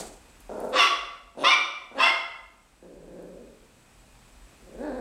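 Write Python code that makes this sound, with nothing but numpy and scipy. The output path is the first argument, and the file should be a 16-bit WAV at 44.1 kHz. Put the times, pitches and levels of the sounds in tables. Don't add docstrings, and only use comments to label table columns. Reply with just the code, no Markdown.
import sys
import numpy as np
from scipy import signal
from scipy.fft import rfft, irfft
from scipy.io import wavfile
from scipy.ndimage import uniform_filter1d, map_coordinates

SR = 44100
rng = np.random.default_rng(int(sys.argv[2]) if len(sys.argv) > 2 else 0)


def field_ratio(decibels):
    return 10 ** (np.asarray(decibels, dtype=float) / 20)


def persist_wave(psi):
    counts = np.round(np.clip(psi, -1, 1) * 32767).astype(np.int16)
    wavfile.write(sys.argv[1], SR, np.atleast_2d(counts).T)


N = 220913

# (f/Hz, level/dB)
MUZZLE_TONE = [(80, -45), (150, -16), (230, -9), (380, -2), (600, 0), (800, -12), (950, -13), (1100, -22),
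               (1400, -15), (1750, -34), (3000, -45), (7500, -40), (12000, -55)]


def unit(x):
    return x / np.sqrt(np.mean(x ** 2) + 1e-20)


def along(points, hz):
    f, v = np.transpose(points)
    return np.interp(np.log(hz + 1), np.log(f + 1), v)


def curves(rows):
    s, *columns = np.transpose(rows)
    return [np.interp(np.arange(N) / SR, s, column) for column in columns]


def wobble(rate):
    knots = rng.standard_normal(int(N * rate / SR) + 4)
    return map_coordinates(knots, [np.arange(N) * rate / SR])


def colour(x, spectrum):
    size = 4096
    cepstrum = irfft(np.log(field_ratio(along(spectrum, np.fft.rfftfreq(size, 1 / SR)))), size)
    cepstrum[1:size // 2] *= 2
    cepstrum[size // 2 + 1:] = 0
    kernel = irfft(np.exp(rfft(cepstrum)), size)
    return signal.fftconvolve(x, kernel / np.linalg.norm(kernel))[:len(x)]


def noise(spectrum):
    return unit(colour(rng.standard_normal(N), spectrum))


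def room(x, wet_db):
    # (f/Hz, t60/s)
    decay = [(200, 0.56), (500, 0.81), (1100, 0.76), (2300, 0.67), (5000, 0.6), (9000, .56), (12000, .52),
             (15000, 0.45)]
    hz, t, bins = signal.stft(rng.standard_normal(SR), SR, nperseg=256)
    fading = bins * field_ratio(-60 * t / along(decay, hz)[:, None])
    tail = signal.istft(fading, SR, nperseg=256)[1]
    tail *= np.clip(np.arange(len(tail)) / SR / 0.0076 - .3, 0, 1)
    answer = field_ratio(wet_db) * tail / np.linalg.norm(tail)
    answer[0] += 1
    answer[round(.0011 * SR)] += .4
    return signal.fftconvolve(x, answer)[:N]


def snort():
    # (f/Hz, level/dB per Hz)
    throat_tone = [(88, -20), (150, -10), (398, -0.5), (574, -3.5), (770, -2.5), (975, -12.5),
                   (2500, -20.5), (3250, -63), (5500, -120)]
    # (f/Hz, level/dB per Hz)
    nostril_tone = [(1470, -50.5), (2500, -19.5), (4010, -12), (4500, -10), (5160, -13), (8290, -6.5),
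                    (10200, -17), (15500, -31)]
    t = np.arange(N) / SR
    throat_db = -37.5 - 111 * t + wobble(62)
    nose_db = -39.5 - 135 * t + 2.1 * wobble(72)
    return field_ratio(throat_db) * noise(throat_tone) + field_ratio(nose_db) * noise(nostril_tone)


def background():
    # (f/Hz, level/dB per Hz)
    hiss_tone = [(41, -30), (75, -5), (123, -5), (165, -5.5), (248, -2.5), (400, -10), (770, -9.5),
                 (1400, -13), (3000, -17), (5700, -21), (8500, -19), (10500, -25.5), (13000, -30.5),
                 (15600, -32.5)]
    # (f/Hz, level/dB per Hz)
    grip_tone = [(15, -30), (28, -11), (40, 0), (52, -4), (62, -15), (85, -19), (200, -55), (500, -110)]
    # (f/Hz, width/Hz, level/dB)
    whines = [(7780, 34, -73), (2505, 110, -71), (247.9, 43, -81.5)]
    # (t/s, half length/s, depth/dB)
    lulls = [(.9, .12, 4), (1.655, 0.29, 17), (2.7, 0.32, 2.5)]
    t = np.arange(N) / SR

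    lines = np.zeros(N)
    for hz, width, db in whines:
        resonator = signal.iirpeak(hz, hz / width, SR)
        lines += field_ratio(db) * unit(signal.lfilter(*resonator, rng.standard_normal(N)))

    hum_db = -62.5 - 64 * np.abs(t - np.clip(t, 3.644, 4.3))
    hum_phase = 2 * np.pi * np.cumsum(121 + 7 * wobble(15)) / SR
    hum = field_ratio(hum_db + 2.36 * wobble(8)) * np.sin(hum_phase)

    lumps = field_ratio(1.5 * wobble(6))
    lull_db = sum(db * np.clip(1 - np.abs(t - s) / half, 0, 1) for s, half, db in lulls)
    rumble = field_ratio(-55.5 - lull_db) * lumps * noise(grip_tone)
    return field_ratio(-56.5) * noise(hiss_tone) + lines + hum + rumble


def claws():
    # (t/s, level/dB, centre f/Hz, t60/s)
    scratches = [(.355, -55, 1870, .02), (0.404, -53, 10000, .03), (.602, -46.5, 9550, 0.021),
                 (0.641, -55.5, 8480, 0.2), (.69, -54, 8310, .15), (1.735, -65, 10930, .01),
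                 (3.225, -52, 9100, 0.013), (4.15, -57, 700, 0.016)]
    out, t = np.zeros(N), np.arange(SR // 10) / SR
    for s, db, hz, t60 in scratches:
        band = [(hz / 3, -30), (hz / 1.4, -6), (hz, 0), (hz * 1.5, -7), (hz * 3, -30)]
        scratch = colour(rng.standard_normal(len(t)), band)
        out[round(s * SR):][:len(t)] += field_ratio(db - 60 * t / t60) * scratch
    return room(out, wet_db=-4)


def folds(hz, share, jitter):
    # (f/Hz, level/dB)
    pulse_tone = [(100, -30), (170, 0), (3800, 0), (5500, -6), (15000, -10)]
    share = np.clip(share, 0, 1)
    phase = 2 * np.pi * np.cumsum(hz * (1 + jitter * share * wobble(180))) / SR
    count = np.floor(15000 / hz)
    pulses = np.sin((count + .5) * phase) / (2 * np.sin(phase / 2) + 1e-9) - .5
    pulses = colour(pulses * np.sqrt(2 / count), pulse_tone)
    pulses *= field_ratio((1 + 4 * share) * wobble(320))
    breath = rng.standard_normal(N) * (1 + .6 * np.cos(phase)) * 1.3
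    return np.sqrt(1 - share) * pulses + np.sqrt(share) * breath


def sounding(rows):
    t = np.arange(N) / SR
    return (t >= rows[0][0]) & (t <= rows[-1][0])


def squeals(first, last):
    # (t/s, length/s, f/Hz, level/dB, level of the octave above/dB)
    notes_table = [(0.74, .035, 538, -15, -22), (0.807, 0.055, 1151, -9, -16.5),
                   (1.452, 0.043, 1027, -15, -27), (1.448, 0.039, 1195, -14, -13),
                   (1.503, 0.05, 1167, -18, 11.5), (1.999, 0.037, 1258, -12, -27),
                   (1.998, 0.025, 1058, -11.5, -23.5), (2.044, 0.078, 1058, -24.5, 14.5)]
    out, drift = np.zeros(N), wobble(90)
    for s, length, hz, db, octave_db in notes_table:
        if first <= s <= last:
            u = np.arange(round(length * SR)) / (length * SR)
            at = slice(round(s * SR), round(s * SR) + len(u))
            pitch = hz * (1 + .015 * (u - .5)) * (1 + .022 * drift[at])
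            phase = 2 * np.pi * np.cumsum(pitch) / SR
            swell = np.sin(np.pi * u) ** .7 * field_ratio(1.5 * drift[at][::-1])
            upper = np.sin(2 * phase) + field_ratio(-13) * np.sin(3 * phase)
            upper += field_ratio(-24) * np.sin(4 * phase) + field_ratio(-23) * np.sin(5 * phase)
            out[at] += field_ratio(db - 0.5) * swell * (np.sin(phase) + field_ratio(octave_db) * upper)
    return out


def yap(times, effort_db, pitch_hz, clear, jaws, loudness):
    # (f/Hz, level/dB)
    half_tone = [(120, -23.5), (300, 10), (550, 17.5), (900, -4.5), (1300, 0), (3200, -10), (4300, -4),
                 (5800, -16.5), (7000, 1), (15000, -25)]
    # (f/Hz, level/dB)
    chest_tone = [(100, -15), (200, -31), (330, 11), (600, 3), (15000, 0)]
    # (f/Hz, level/dB)
    nose_tone = [(1500, -41), (2700, 1), (4000, -1), (4900, -14.5), (5900, -7.5), (7200, -16.5),
                 (9600, -4.5), (15500, -40.5)]
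    # (f/Hz, level/dB)
    palate_tone = [(6000, 1.5), (7400, 2), (8800, 1), (9600, -7), (10400, 6.5), (11500, -4), (13500, 4),
                   (15500, -4)]
    start, part, snap, peak, stop = times
    shut_db, open_db, nose_db = loudness
    parting_noise, settled_noise = clear
    break_s, settle_s = .008, .018

    effort = [(start - .004, -70), *zip(times, effort_db), (stop + .022, -60)]
    db, = curves(effort)
    pitch_times = [start, snap - break_s / 2, snap + break_s / 2, peak, stop]
    hz, = curves(list(zip(pitch_times, pitch_hz)))
    share, = curves([(start, .68), (part, parting_noise), (snap - break_s, parting_noise), (snap, .8),
                     (snap + settle_s, settled_noise), (peak, settled_noise), (peak + settle_s, .58)])
    shake, = curves([(part, .16), (snap, .04)])
    source = field_ratio(db) * sounding(effort) * folds(hz, share, jitter=shake)

    opening, = curves([(part, 0), (snap + .008, 1)])
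    shut = np.clip(1 - 2 * opening, 0, 1)
    wide = np.clip(2 * opening - 1, 0, 1) ** 1.2
    nose, = curves([(start, .1), (start + .029, 1)])
    chest, = curves([(part, 1), (snap - break_s, .5), (snap, 0)])

    muffled = field_ratio(shut_db) * colour(source * chest, MUZZLE_TONE)
    nasal = field_ratio(nose_db) * colour(source * shut * nose, nose_tone)
    half = colour(source * np.clip(1 - shut - wide, 0, 1), half_tone)
    mouth = half + colour(source * wide, chest_tone)
    bright = field_ratio(open_db) * colour(colour(mouth, jaws), palate_tone)
    return muffled + nasal + bright + squeals(start, stop)


def grunts():
    # (t/s, level/dB)
    catches = [
        (1.349, -46.5),
        (1.914, -43.5),
    ]
    t = np.arange(N) / SR
    envelope = sum((t >= s) * field_ratio(db - 60 * np.abs(t - s) / .19) for s, db in catches)
    return colour(envelope * folds(np.full(N, 255), .7, jitter=.07), MUZZLE_TONE)


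def growl(rows):
    # (f/Hz, level/dB)
    shut_tone = [(80, -71.5), (150, 0), (250, 1), (380, 4), (540, 5.5), (800, -24.5), (1100, -40),
                 (1500, -50), (1900, -58), (3000, -37), (4200, -67), (8000, -30.5), (12000, -56)]
    # (f/Hz, level/dB)
    ajar_tone = [(100, -21), (250, -4.5), (550, -3), (900, -17), (1250, -26), (1600, -16.5), (2000, -33.5),
                 (2500, -35.5), (3200, -56), (4000, -33.5), (5000, -43), (12000, -106)]
    hz, db, opening = curves(rows)
    opening = np.clip(opening, 0, 1)
    share = np.clip(.34 + .025 * (-41 - db), .25, .75)
    source = field_ratio(db) * sounding(rows) * folds(hz, share, jitter=.2)
    return colour(source * (1 - opening), shut_tone) + colour(source * opening, ajar_tone)


def puppy():
    # (growl starts t/s, jaws part t/s, voice breaks upward t/s, peak t/s, breath runs out t/s)
    moments = [
        (.494, .72, .783, .81, .875),
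        (1.372, 1.432, 1.443, 1.494, 1.55),
        (1.94, 1.958, 1.995, 2.038, 2.1),
    ]
    # (level/dB, level/dB, level/dB, level/dB, level/dB)
    efforts = [(-34, -33, -21.5, -19.5, -27), (-41, -31, -23, -19, -31), (-54, -43, -27.5, -19.5, -28)]
    # (start f/Hz, before the break f/Hz, after it f/Hz, peak f/Hz, end f/Hz)
    pitches = [(198, 285, 745, 680, 685), (250, 290, 635, 745, 630), (235, 290, 625, 680, 690)]
    clarity = [(.62, .3), (.4, .14), (.38, .32)]
    # (f/Hz, level/dB)
    open_tones = [
        [(250, -28), (850, -20), (1150, -3), (1380, -13), (1750, -16.5), (2100, -13.5), (2750, -11),
         (3450, -13), (4350, -22.5), (5650, -16), (6800, -35.5), (8300, -31.5), (10500, -38.5), (15500, -50.5)],
        [(250, -22), (700, -24), (1050, 1.5), (1400, -14), (1750, -14), (2150, -10), (2850, -10.5),
         (3600, -10.5), (4250, -20), (5700, -15), (7000, -42), (8500, -29), (10500, -39.5), (15500, -53)],
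        [(300, -29.5), (680, -22.5), (900, -9), (1340, -16.5), (1700, -9.5), (2050, -21.5), (2700, -12.5),
         (3350, -15), (4100, -29), (5200, -19), (6700, -41), (8100, -31.5), (10000, -45), (15500, -50)],
    ]
    # (jaws shut level/dB, jaws open level/dB, nose hiss level/dB)
    levels = [(-7, 2.5, -51), (1.5, 2.5, -12.5), (6, 0, -11.5)]
    # (t/s, pitch f/Hz, level/dB, lip opening/0-1)
    growl_tables = [
        [(2.818, 172.4, -80, 0.18), (2.826, 171.3, -44.5, 0.26), (2.92, 169.4, -49.5, .3),
         (3.07, 169.1, -46, .2), (3.22, 180.8, -43, 0.33), (3.36, 177.7, -48.5, 0.15),
         (3.45, 260.5, -50.5, 0.17), (3.54, 209.3, -57.5, .2), (3.6, 216, -83.5, 0.27)],
        [(4.58, 229.9, -68, 0), (4.73, 197, -52, 0), (4.77, 214.7, -48, 0.38), (4.81, 256.1, -38, 0.27),
         (4.855, 309.9, -40.5, 1), (4.885, 290.2, -37, 0.8), (4.9, 255, -38.5, 0.68), (4.95, 247.6, -40, 0.7),
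         (5.01, 246.6, -38, 0.47)],
    ]
    calls = zip(moments, efforts, pitches, clarity, open_tones, levels)
    yaps = sum(room(yap(*call), wet_db=-2.5) for call in calls)
    growls = sum(room(growl(rows), wet_db=-6) for rows in growl_tables)
    return yaps + growls + room(grunts(), wet_db=-4)


def scene():
    return (snort() + background() + claws() + puppy())[None]


def top_cut(x):
    return signal.sosfilt(signal.butter(12, 15690, fs=SR, output="sos"), x)


def record(dry):
    level_db = 10 * np.log10(np.abs(uniform_filter1d(dry[0] ** 2, 900)) + 1e-12)
    ramp_db = 3.3 * np.arange(N) / SR
    wanted_db = .33 * np.clip(level_db + 33, 0, None)
    cut_db = np.maximum.accumulate(wanted_db + ramp_db) - ramp_db
    return top_cut(dry * field_ratio(-uniform_filter1d(cut_db, 400)))


dry = scene()
out = record(dry)
persist_wave(out)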